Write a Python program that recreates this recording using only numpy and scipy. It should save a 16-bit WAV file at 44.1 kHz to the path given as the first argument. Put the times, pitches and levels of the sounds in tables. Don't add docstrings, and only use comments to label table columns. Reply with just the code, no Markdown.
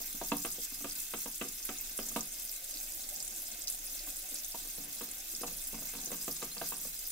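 import sys
import numpy as np
from scipy import signal
from scipy.fft import rfft, irfft, next_fast_len
from scipy.io import wavfile
from scipy.ndimage import uniform_filter1d

SR = 44100
rng = np.random.default_rng(int(sys.argv[2]) if len(sys.argv) > 2 else 0)


def gain_from_db(level_db):
    decades = np.asarray(level_db, float) / 20
    return 10 ** decades


def inscribe(sig):
    pcm = np.round(np.clip(np.atleast_2d(sig).T, -1, 1) * 32767)
    wavfile.write(sys.argv[1], SR, pcm.astype(np.int16))


N = 313551


def stream(bubbles_per_s=4000., spread_db=2.0, sizes=36):
    everywhere = splashes(75., fade_s=0.0037)
    groups = [splashes(40., fade_s=0.006) for _ in range(9)]
    fizz = np.zeros((2, N))
    for k, hz in enumerate(np.geomspace(2200., 15300., sizes)):
        cycles, glide, lag, pan = rng.random(4)
        busy = 0.8 + 0.5 * everywhere + 1.6 * groups[k * 9 // sizes]
        chance = bubbles_per_s / sizes / SR * busy
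        draw = rng.random(N)
        at = np.flatnonzero(draw < chance)
        rare = np.minimum(-np.log(draw[at] / chance[at] + 1e-9), 2.6)
        train = np.zeros(N)
        train[at] = gain_from_db(spread_db * rare) * busy[at] ** 0.39 * np.sqrt(hz)
        shape = bubble(hz, 1.37 + hz / 2500 + 6.9 * cycles ** 2, 0.27 * glide)
        grain = signal.oaconvolve(train, shape / np.linalg.norm(shape))[:N]
        left = grain * gain_from_db(10.6 * (pan - 1.5))
        right = np.roll(grain, int(12 * (lag - 0.5))) * gain_from_db(5.9 * (-0.5 - pan))
        fizz += [left, right]
    fizz = whitened(fizz + gain_from_db(-4.0) * room(fizz))
    fizz = evened(colour(fizz, lambda f: gain_from_db(spatter_db(f))))
    hiss = noise(spatter_db, 0.95, across=8, along=6) * (1 + 0.28 * everywhere)
    mix = evened(fizz + gain_from_db(-2.5) * evened(hiss))

    change_db = surge_db()
    tilt = np.clip(0.28 + 0.18 * change_db, -4, 4)
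    bright = colour(mix, lambda f: np.log2((f + 500) / 9000) * np.log(10) / 20)
    return gain_from_db(-44 + change_db + 2.5) * (mix + tilt * bright) * gain_from_db([[-0.35], [0.35]])


def splashes(per_s, fade_s):
    size = np.minimum(rng.exponential(1, N), 2.2)
    lands = size * (rng.random(N) < per_s / SR)
    return signal.lfilter([1], [1, -np.exp(-1 / (fade_s * SR))], lands)


# peak_s, change_db, build_s, ebb_s
SURGES = [(0.0, 1.5, .05, 0.18), (0.26, 3, 0.032, 0.074), (0.371, 2, 0.015, 0.33),
          (0.65, 6.5, 0.043, 0.018), (0.952, -5, 0.016, .002), (1.03, 2, .34, 0.031),
          (1.23, 2.5, 0.066, 0.0085), (2.1, 2.5, 0.093, 0.036), (2.14, -1, 0.024, .02),
          (2.16, 3, 0.018, 0.055), (2.77, 0, 0.12, 0.42), (3.668, -8, 0.021, .004), (3.69, 4, .018, 0.051),
          (3.76, 0.7, .08, 1), (4.87, -5.5, 0.027, 0.026), (5.35, 1.8, 0.066, 0.11),
          (5.6, 1.5, 0.023, 0.13), (5.8, -0.5, 0.16, .1), (6.0, 1, 0.11, 0.38), (6.38, 1, 0.32, 0.11),
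          (6.69, 4.5, 0.084, 0.062), (6.87, 2.5, 0.11, 0.026), (7.11, 0.5, 0.15, .05)]


def surge_db():
    t = np.arange(N) / SR
    return sum(np.interp(t, [s - build, s, s + ebb], [0, db, 0]) for s, db, build, ebb in SURGES)


# pitch_hz, level_db (per Hz)
FIZZ = [(590, -23), (1000, -20.5), (1560, -8), (1690, -32), (1770, -11), (1940, -12.5), (2710, -10.5),
        (3040, -8.5), (3740, -4), (7270, 2), (11400, -1.5), (13800, -2.5), (15700, -3.5)]
# pitch_hz, width_hz, level_db
GLAZE = [(1775, 60, -18), (2130, 60, 39), (2610, 215, 33), (3572, 62, -45), (5000, 40, 6), (5380, 29, 32),
         (6300, 120, -19), (7160, 26, -17), (8400, 16, -3), (9150, 20, -23), (11050, 100, -33),
         (14200, 3160, -20)]


def spatter_db(hz):
    rings = sum(1 / (1 + (2 * (hz - f) / width) ** 2) * (8.0 + 0.041 * db) for f, width, db in GLAZE)
    return read(FIZZ, hz) + rings


# start_s, peak_db, pitch_hz
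BIG_BUBBLES = [(0.016, -27, 13600), (0.3681, -24.5, 8400), (0.437, -29, 7050), (0.4581, -26, 9730),
               (0.504, -26, 12100), (0.524, -30, 6140), (0.9532, -31, 9400), (1.0026, -31, 6870),
               (1.486, -29.5, 6460), (1.6517, -23.5, 10900), (1.8108, -23, 14200), (1.977, -24.5, 8100),
               (2.2074, -25.5, 5900), (2.32, -31.5, 7900), (2.451, -29, 9170), (3.226, -27, 7100),
               (3.278, -28, 6900), (3.6197, -31.5, 6300), (3.68, -26, 5600), (3.7, -22.5, 8850),
               (3.738, -31, 8350), (4.386, -31.5, 5760), (4.674, -31, 8300), (5.4168, -29.5, 7960),
               (5.671, -27, 8900), (5.855, -27, 14400), (6.047, -31, 14000), (6.059, -26.5, 6000),
               (6.311, -27, 13100), (7.073, -23, 14100),
               (0.3193, -32, 3770), (0.382, -33, 5380), (2.4763, -36, 5200), (2.7405, -31, 5100),
                (3.2026, -30, 5000), (3.6728, -26, 4830), (3.6795, -34, 3750), (3.9923, -34, 4400),
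                (4.2732, -48, 5030), (5.3497, -30, 5000), (6.3134, -32, 5270)]
# start_s, level_db, pitch_hz
SMALL_BUBBLES = [(0.0362, -45, 4600), (0.0613, -35, 14500), (0.078, -41, 5930), (0.2366, -42, 5930),
                 (0.249, -39, 6500), (0.2611, -39, 6400), (0.3389, -49, 3780), (0.3999, -37, 7100),
                 (0.425, -39, 7090), (0.45, -37.0, 7760), (0.5146, -40, 7090), (0.532, -36, 8550),
                 (0.6169, -39, 4900), (0.628, -42, 5930), (0.6416, -41, 7090), (0.8972, -39, 5430),
                 (0.91, -38, 4570), (0.921, -36, 9270), (0.965, -51, 3800), (1.0173, -38, 9400),
                 (1.0287, -41, 6490), (1.1412, -54, 3840), (1.1722, -38, 6400), (1.1876, -33, 14500),
                 (1.2099, -32, 14500), (1.3445, -39, 5860), (1.415, -51, 3800), (1.441, -40, 5830),
                 (1.6277, -38, 5430), (1.6929, -41, 5930), (1.785, -35, 6490), (1.8446, -39, 6400),
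                 (2.0656, -36, 8480), (2.0872, -33.5, 6500), (2.153, -41, 5460), (2.162, -43.0, 3800),
                 (2.1702, -45, 6490), (2.1833, -43, 7800), (2.2545, -39, 9270), (2.326, -38, 6540),
                 (2.3375, -37, 7760), (2.4223, -37, 7760), (2.4942, -38, 5000), (2.5144, -31, 14300),
                 (2.564, -42, 6490), (2.6435, -37, 7050), (2.7102, -34, 7090), (2.75, -42, 4540),
                 (2.771, -40, 4200), (2.7804, -39, 7090), (2.8016, -38, 5960), (2.8112, -32, 14500),
                 (2.83, -36, 7760), (2.9216, -36, 8480), (2.9357, -41, 6490), (3.0194, -38, 7000),
                 (3.0403, -45.5, 4180), (3.0892, -33, 8400),
                 (3.1611, -35.5, 6400), (3.248, -36, 7050), (3.2677, -40, 6400), (3.3083, -37, 7700),
                      (3.3616, -36, 7000), (3.42, -34, 11090), (3.4806, -33, 14600), (3.516, -36, 6460),
                      (3.639, -42, 5460), (3.7241, -35, 7700), (3.7473, -36, 9270), (3.933, -36, 11200),
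                      (4.065, -43, 6490), (4.1684, -39, 8480), (4.1761, -44, 6500), (4.3291, -45, 4540),
                      (4.343, -31.5, 7760), (4.3565, -38, 4670), (4.4346, -44, 3830), (4.446, -33.5, 6540),
                      (4.4618, -40, 7760), (4.5207, -40, 4960), (4.7003, -35.5, 6450),
                      (4.7842, -35.0, 14500), (4.9112, -46, 4150), (4.93, -35.0, 14500),
                      (4.999, -34.0, 14500), (5.0146, -38.0, 7100), (5.114, -35, 7760), (5.362, -34, 6490),
                      (5.471, -44, 3800), (5.6402, -36, 7800), (5.8908, -37, 7050), (6.0146, -37, 6490),
                      (6.0364, -45, 3830), (6.116, -34.0, 7040), (6.1675, -38, 6490), (6.2128, -39, 7090),
                      (6.2271, -36.0, 7090), (6.3255, -34, 9270), (6.3654, -37, 6490), (6.4194, -43, 3800),
                      (6.4353, -37, 6490), (6.5805, -38, 4540), (6.618, -46, 3780), (6.6704, -40, 4500),
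                      (6.688, -34, 7760), (6.7074, -36.0, 7760), (6.7251, -39, 7050), (6.7668, -40, 7090),
                      (6.7822, -37, 7760), (6.8391, -39, 7640), (6.8495, -33.0, 14500), (6.8724, -35, 7800),
                      (6.991, -40, 7760), (7.0287, -36.0, 14500), (7.084, -38, 7800), (7.1037, -38, 7090)]
# start_s, peak_db
SNAPS = [
    (0.955, -30),
    (1.0038, -27),
    (1.018, -33),
    (1.486, -29),
    (1.9765, -28),
    (3.6735, -32),
    (3.7, -30),
    (6.059, -31),
]


def pops():
    out = np.zeros((2, N))
    small_ones = [(s, db + 5, hz) for s, db, hz in SMALL_BUBBLES]
    for s, db, hz in BIG_BUBBLES + small_ones:
        cycles, glide, lag, pan = rng.random(4)
        sweep = (0.301 + 0.29 * glide) * min(7000 / hz, 1)
        body = gain_from_db(db - 3.0) * bubble(0.85 * hz, 4.2 + hz / 4000 + 1.5 * cycles, sweep)
        snap = gain_from_db(db - 9.0) * bubble(min(1.7 * hz, 14e3), 2.8, 0.12)
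        for part in (body, snap):
            add(out[0], s, part * gain_from_db(1.6 * pan + 4.0))
            add(out[1], s + 0.00011 * lag, part * gain_from_db(7.0 - 2.8 * pan))
        for side, wait, pitch in rng.random((10, 3)):
            weak = bubble(min(hz * 1.6 ** (1.1 * pitch - 0.35), 15e3), 4.6, 0.13)
            level = gain_from_db(db - 2.5 - 3.8 * wait) * min(hz / 6000, 1) ** 3
            add(out[int(2 * side)], s + 0.0022 + 0.007 * wait ** 2, level * weak)
    for s, db in SNAPS:
        add(out, s, gain_from_db(db) * np.outer([1, 1.1], bubble(9000., 1.5, 0.26)))
    return out + gain_from_db(-4.0) * room(out)


def bubble(hz, cycles, glide):
    u = np.arange(int(1.5 * cycles * SR / hz) + 2) * hz / SR / cycles
    turns = cycles * (u + glide * u ** 2 / 2)
    below_edge = hz * (1 + glide * u) < SR / 2
    return np.sin(2 * np.pi * turns) * u * np.exp(1 - u) * np.exp(-u ** 2 / 2) * below_edge


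# pitch_hz, level_db, fade_s (to fall 60 dB)
BASIN = [(168.3, 0, 0.2), (233, -3.5, 0.16), (280.7, -0.5, 0.2), (355.4, -12.5, 0.26), (378, 1, 0.095),
         (471.4, 1, 0.09), (544, -10, 0.032), (616, -22, 0.29), (671, -1, 0.068), (752.4, -2, 0.2),
         (833, -9, 0.12), (946, 4, 0.052), (1080, -2, 0.054), (1208, 0.5, 0.07), (1440, -9, 0.04),
         (1555, 4, 0.056), (1636, -3, 0.061), (2032, -4.5, 0.048), (2632, -7, 0.066)]
# pitch_hz, phase_radians
PORTS = [(150, 0.027), (400, 0.053), (600, 0.2), (1500, 0.8), (3000, 1.2)]
# start_s, blow_db, weight_db, hardness_db (both relative), boom_over_belly_db
TIP_KNOCKS = [(0.003, -48, -10.5, -10.5, -2.5), (0.143, -55.5, 3, -8, -3.5), (0.447, -35.5, -14, -2, 1),
              (0.582, -48, -12, -34, -5), (0.719, -60, 1.5, 0, -5), (0.805, -54, 3, -5, 0),
              (0.843, -38.5, -11, -3, -1.5), (1.136, -37, -11, -1.5, 1.5), (1.411, -37, -13, -0.5, -6.5),
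              (1.448, -46, -0.5, -18, -1.5), (1.689, -39, -7, -1.5, -3), (1.988, -38, -11.5, -4.5, -1.5),
              (2.114, -52, -3.5, -5, -1), (2.741, -58, -8, -15, -6), (3.125, -57, -30, -19, -4),
              (4.071, -53.5, -15, -3, -7), (4.32, -54, -5, -12, -2), (4.65, -54, -11, -8, -2),
              (4.78, -50, 1, -11, -3), (5.009, -41.5, -12.5, -4, -4), (5.333, -52.5, -5, -8, 2.5),
              (5.412, -44.5, -12, -12, 1), (5.479, -47.5, -6.5, -4, 8)]
# start_s, blow_db, weight_db, hardness_db (both relative), boom_over_belly_db
FLAT_KNOCKS = [
    (0.213, -36, -12.5, -8.5, -2.5),
    (0.317, -30, -7.5, -4.5, -4),
    (1.258, -44, -7, -5, -1.5),
    (2.16, -34.5, -5.5, -2, -5),
    (4.543, -43, -16, -7.5, 1),
    (5.433, -38, -11, -8, -3),
]
# start_s, blow_db, weight_db, hardness_db (both relative), boom_over_belly_db
FAR_KNOCKS = [(5.515, -54, -5, -12, 3), (5.585, -64, -2, -16, 6), (5.685, -66, -13, -6, -1),
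              (5.729, -46.5, -2, -13, 0.5), (5.742, -50, -1, -1, 1), (5.785, -52, -4, -11, 7),
              (5.82, -50, -22, -7, -2), (5.935, -48, -6, -4, 6.5), (5.95, -52.5, -7, 0.5, -9),
              (5.98, -56, 0, -3, 6), (6.069, -49, -2, -16, 5), (6.104, -48.5, -10, -8, 2),
              (6.116, -43, -9, -3, 0), (6.126, -43, -11, -5, 5), (6.14, -50.5, -7, -1, 6),
              (6.278, -38, -9, -7, 4.5), (6.417, -47, -19, -2, 3), (6.425, -37, -10.5, -5.5, 2),
              (6.565, -48.5, -6, -2, 6), (6.613, -33.5, -13.5, -8, 3.5), (6.72, -45.5, -4.5, -1.5, 7),
              (6.848, -48.5, -5, -9, 5)]


def basin():
    hz = np.transpose(BASIN)[0][:, None]
    lead = np.array([[[0.5]], [[-0.5]]]) * read(PORTS, hz) * rng.choice([-1, 1], hz.shape)
    out = np.zeros((2, N))
    for knocks, rim_db, wall_db in ((TIP_KNOCKS, -9.5, -0.5), (FLAT_KNOCKS, 1.5, -1), (FAR_KNOCKS, -4, -1)):
        for s, blow_db, *touch in knocks:
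            add(out, s + 0.00116, gain_from_db(blow_db) * knock(*touch, rim_db, wall_db, lead))
    out += rubbing(lead)
    out = signal.sosfilt(signal.butter(6, 138., "high", fs=SR, output="sos"), out)
    return out * gain_from_db([[-0.6], [0.6]])


def knock(weight_db, hard_db, lean_db, contact_db, wall_db, lead):
    t = np.arange(SR // 5) / SR
    hz, db, t60 = np.transpose(BASIN)[:, :, None]
    boom_db, belly_db = weight_db + lean_db, weight_db - lean_db
    rim_db = contact_db + 0.7 * hard_db
    spot = [(185, boom_db + 6.0), (215, belly_db + 8.0), (310, belly_db + 2.0), (345, 0),
            (470, wall_db), (560, wall_db), (660, 0),
            (760, 0.9 * rim_db - 3.5), (860, rim_db + 0.4), (1000, rim_db + 0.27),
            (1150, hard_db), (1500, hard_db - 6.0), (2500, 1.62 * hard_db + 8.0)]
    level, detune, phase = rng.standard_normal((3, len(BASIN), 1))
    gain = gain_from_db(db + read(spot, hz) - 7.0 + 2.4 * level - 60 * t / t60 / (1 + 0.03 * detune))
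    rise = 1 - np.exp(-t * hz * 2.93)
    press = 1 + 1.18 * np.exp(-t / 0.0022)
    swing = np.sin(2 * np.pi * hz * (1 + 0.0059 * detune) * t + np.pi + 0.51 * phase + lead)
    modes = (gain * rise * press * swing).sum(1)
    return modes + gain_from_db(-3.5) * clatter(t, spot)


# pitch_hz, level_db
CRACK = [(90, -40), (150, 6), (300, -3.5), (1000, 5.5), (1300, 4.5), (1900, -8), (3300, -8), (4500, -23.5),
         (9000, -58)]


def clatter(t, spot):
    hz, frames, (a, b) = signal.stft(rng.standard_normal((2, len(t))), SR, nperseg=512, noverlap=384)
    apart = np.clip(read(PORTS, hz) / 0.82, 0, 1)[:, None]
    z = np.array([a, np.sqrt(1 - apart ** 2) * a + apart * b])
    db = read(CRACK, hz) + read(spot, hz) + 2.1 * rng.standard_normal(len(hz))
    fade_db = -60 * frames / read(ROOM, hz)[:, None] / 0.72
    x = signal.istft(z * gain_from_db(db[:, None] + fade_db), SR, nperseg=512, noverlap=384)[1]
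    bumps = gain_from_db(evened(uniform_filter1d(rng.standard_normal(len(t)), 150)))
    attack = (1 - np.exp(-t / 0.00033)) * (1 + 3.44 * np.exp(-t / 0.015))
    return bumps * x[:, :len(t)] * attack


# start_s, effort_db
RUBBING = [(0.0, -68), (0.2, -67), (0.3, -71), (1.0, -66), (1.07, -73), (1.3, -72), (1.96, -65),
           (2.1, -60.5), (2.26, -70), (2.55, -74), (3.1, -66.5), (4.5, -72), (4.91, -62), (5.35, -70),
           (6.08, -60), (6.38, -68), (6.8, -62), (7.11, -78)]


def rubbing(lead):
    t = np.arange(SR // 5) / SR
    hz, db, t60 = np.transpose(BASIN)[:, :, None]
    scrape = rng.standard_normal(N) * gain_from_db(2.8 * drift(2.5, 25.0))
    gain = gain_from_db(db - 60 * t / t60 / 0.42 - 1.7 * np.log2(hz / 170))
    ring = (gain * np.sin(2 * np.pi * hz * t + lead)).sum(1)
    rubbed = signal.oaconvolve(scrape[None], ring, axes=1)[:, :N]
    return gain_from_db(curve(RUBBING, axis=1) + 0.5) * evened(rubbed)


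# start_s, flow_db
GURGLE = [
    (0.0, -79),
    (1.5, -77),
    (2.1, -69.5),
    (2.9, -62.5),
    (4.1, -62.5),
    (4.6, -66.5),
    (6.0, -67.5),
    (6.4, -76),
    (7.11, -68),
]
# pitch_hz, width_hz, level_db
PIPE = [
    (590, 120, 0),
    (730, 84, 3),
    (311.7, 13.3, 10.5),
]
# start_s, peak_db, pitch_hz
GLUGS = [
    (2.735, -56, 310),
    (3.11, -53, 600),
    (3.115, -54, 735),
    (3.43, -56, 590),
    (3.51, -58, 214),
    (4.06, -58, 722),
    (4.23, -59, 730),
    (4.31, -56, 289),
    (6.511, -43, 4040),
]


def drain():
    bubbles, glugs = np.zeros((2, N)), np.zeros(N)
    for hz in (348.0, 524.0, 586.0, 679.0, 870.0):
        train = gain_from_db(2.1 * rng.exponential(1, (2, N))) * (rng.random((2, N)) < 120. / SR)
        bubbles += signal.oaconvolve(train, bubble(hz, 3.2, 0.1)[None], axes=1)[:, :N]
    piped = np.zeros((2, N))
    for hz, width, db in PIPE:
        moving_hz = hz * (1 + 0.034 * drift(0.5, 3.7))
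        piped += gain_from_db(db) * resonate(bubbles, moving_hz, 1.15 * width)
    near, far = piped
    for s, db, hz in GLUGS:
        add(glugs, s, gain_from_db(db) * bubble(hz, 3.5 + hz / 60, 0.027))
    both = evened(np.array([near + 0.053 * far, near - 0.16 * far]))
    return gain_from_db(curve(GURGLE, axis=1) - 3.0) * both + glugs


def resonate(x, hz, width_hz):
    turn = np.exp(2j * np.pi * np.cumsum(hz) / SR)
    r = np.exp(-np.pi * width_hz / SR)
    return 2 * (turn * signal.lfilter([(1 - r) ** 2], [1, -2 * r, r * r], x / turn)).real


# pitch_hz, level_db (per Hz)
WASH = [(26, -53), (45, -1), (59, -2), (75, -9), (161, -25), (193, -32), (220, -6.5), (254, -25), (305, -8),
        (415, -17.5), (717, -16), (1070, -24), (1780, -10.5), (1950, -11.5), (3500, -11), (4550, -50),
        (7700, -120)]


def wash():
    level_db = -58.5 - 1.97 + 0.76 * drift(0.77, 36.0)
    return gain_from_db(level_db) * noise(lambda f: read(WASH, f), 1.1, across=3, along=14)


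def hum():
    a, b = rng.standard_normal((2, N))
    sides = np.array([a + 0.2 * b, a - 0.2 * b])
    tone = evened(colour(sides, lambda f: 1 / (1 + ((f - 27.) / 11.) ** 2) ** 1.6))
    level = np.sqrt(uniform_filter1d(tone.mean(0) ** 2, 5000) + 0.087)
    return gain_from_db(-57.5 - 2 * drift(0.3, 1.6)) * tone / level


# pitch_hz, fade_s (to fall 60 dB)
ROOM = [(150, 0.45), (500, 0.14), (2000, 0.24), (8000, 0.029), (16000, 0.13)]


def room(x, start=120):
    size = SR // 2
    taps = np.zeros((2, size))
    at = np.arange(int(start), size - 20, 20)
    at = at + rng.integers(0, 20, (2, len(at)))
    np.put_along_axis(taps, at, rng.choice([-1., 1.], at.shape), 1)
    hz, t, (a, b) = signal.stft(taps, SR, nperseg=256)
    same = np.clip(read(SAME, hz), 0, 1)[:, None]
    z = np.array([a, same * a + np.sqrt(1 - same ** 2) * b])
    tail = signal.istft(z * gain_from_db(-60 * t / read(ROOM, hz)[:, None]), SR, nperseg=256)[1]
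    return signal.fftconvolve(x, tail / np.linalg.norm(tail[0]), axes=1)[:, :N]


# pitch_hz, likeness (1 = same)
SAME = [(80, 0.31), (160, 1), (550, 1), (1650, 0.43), (5000, 0.42), (15000, 0.35)]
# pitch_hz, phase_radians
LEAD = [(0, 1), (1380, -1.26), (2070, 6), (3450, 0.5), (4220, -9), (5860, 10), (6290, 1), (8350, 10.5),
        (9910, -6), (10900, -9), (11200, -1.5), (12100, -26), (14000, -2.5), (16600, -15)]


def noise(shape_db, patchy_db, across, along):
    frames, hz = N // 128 + 5, np.fft.rfftfreq(512, 1 / SR)
    a, b, c, d, patches = rng.standard_normal((frames, 257, 5)).T
    patches = evened(uniform_filter1d(uniform_filter1d(patches, across, 0), along, 1))
    same = np.clip(read(SAME, hz), -1, 1)[:, None]
    turn = np.exp(-1j * read(LEAD, hz))[:, None]
    left = a + 1j * b
    right = same * turn * left + np.sqrt(1 - same ** 2) * (c + 1j * d)
    z = np.array([left, right]) * gain_from_db(patchy_db * patches)
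    x = signal.istft(z, nperseg=512, noverlap=384)[1][:, :N]
    return evened(colour(x, lambda f: gain_from_db(shape_db(f))))


def drift(low_hz, top_hz):
    gain = lambda f: (f > low_hz) / np.sqrt(f + 1) / (1 + (f / top_hz) ** 4)
    return evened(colour(rng.standard_normal(N), gain))


def whitened(x, size=3000):
    length = next_fast_len(N)
    z = rfft(x, length)
    power = uniform_filter1d(abs(z) ** 2, size, axis=-1)
    return irfft(z / np.sqrt(power + 1e-9 * N), length)[:, :N]


def colour(x, gain):
    size = next_fast_len(N + 4096)
    return irfft(rfft(x, size) * gain(np.fft.rfftfreq(size, 1 / SR)), size)[..., :N]


def evened(x):
    return x / np.sqrt(np.mean(x ** 2) + 1e-20)


def read(points, hz):
    f, value = np.transpose(points)
    return np.interp(np.log(hz + 1), np.log(f + 1), value)


def curve(rows, axis):
    rows = np.array(rows)
    return np.interp(np.arange(N) / SR, rows[:, 0], rows[:, axis])


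def add(mix, s, sound):
    part = mix[..., round(s * SR):][..., :sound.shape[-1]]
    part += sound[..., :part.shape[-1]]


def scene():
    bowl = basin()
    bowl = gain_from_db(2.0) * bowl + gain_from_db(-8.0) * room(bowl)
    return stream() + pops() + bowl + drain() + wash() + hum()


def roll_off(x):
    return signal.sosfilt(signal.butter(12, 17020, fs=SR, output="sos"), x)


def record(dry):
    low_pass = signal.firwin(511, 15790, window=("kaiser", 9), fs=SR)
    mix = signal.oaconvolve(dry, low_pass[None], "same")
    return roll_off(mix)


dry = scene()
out = record(dry)
inscribe(out)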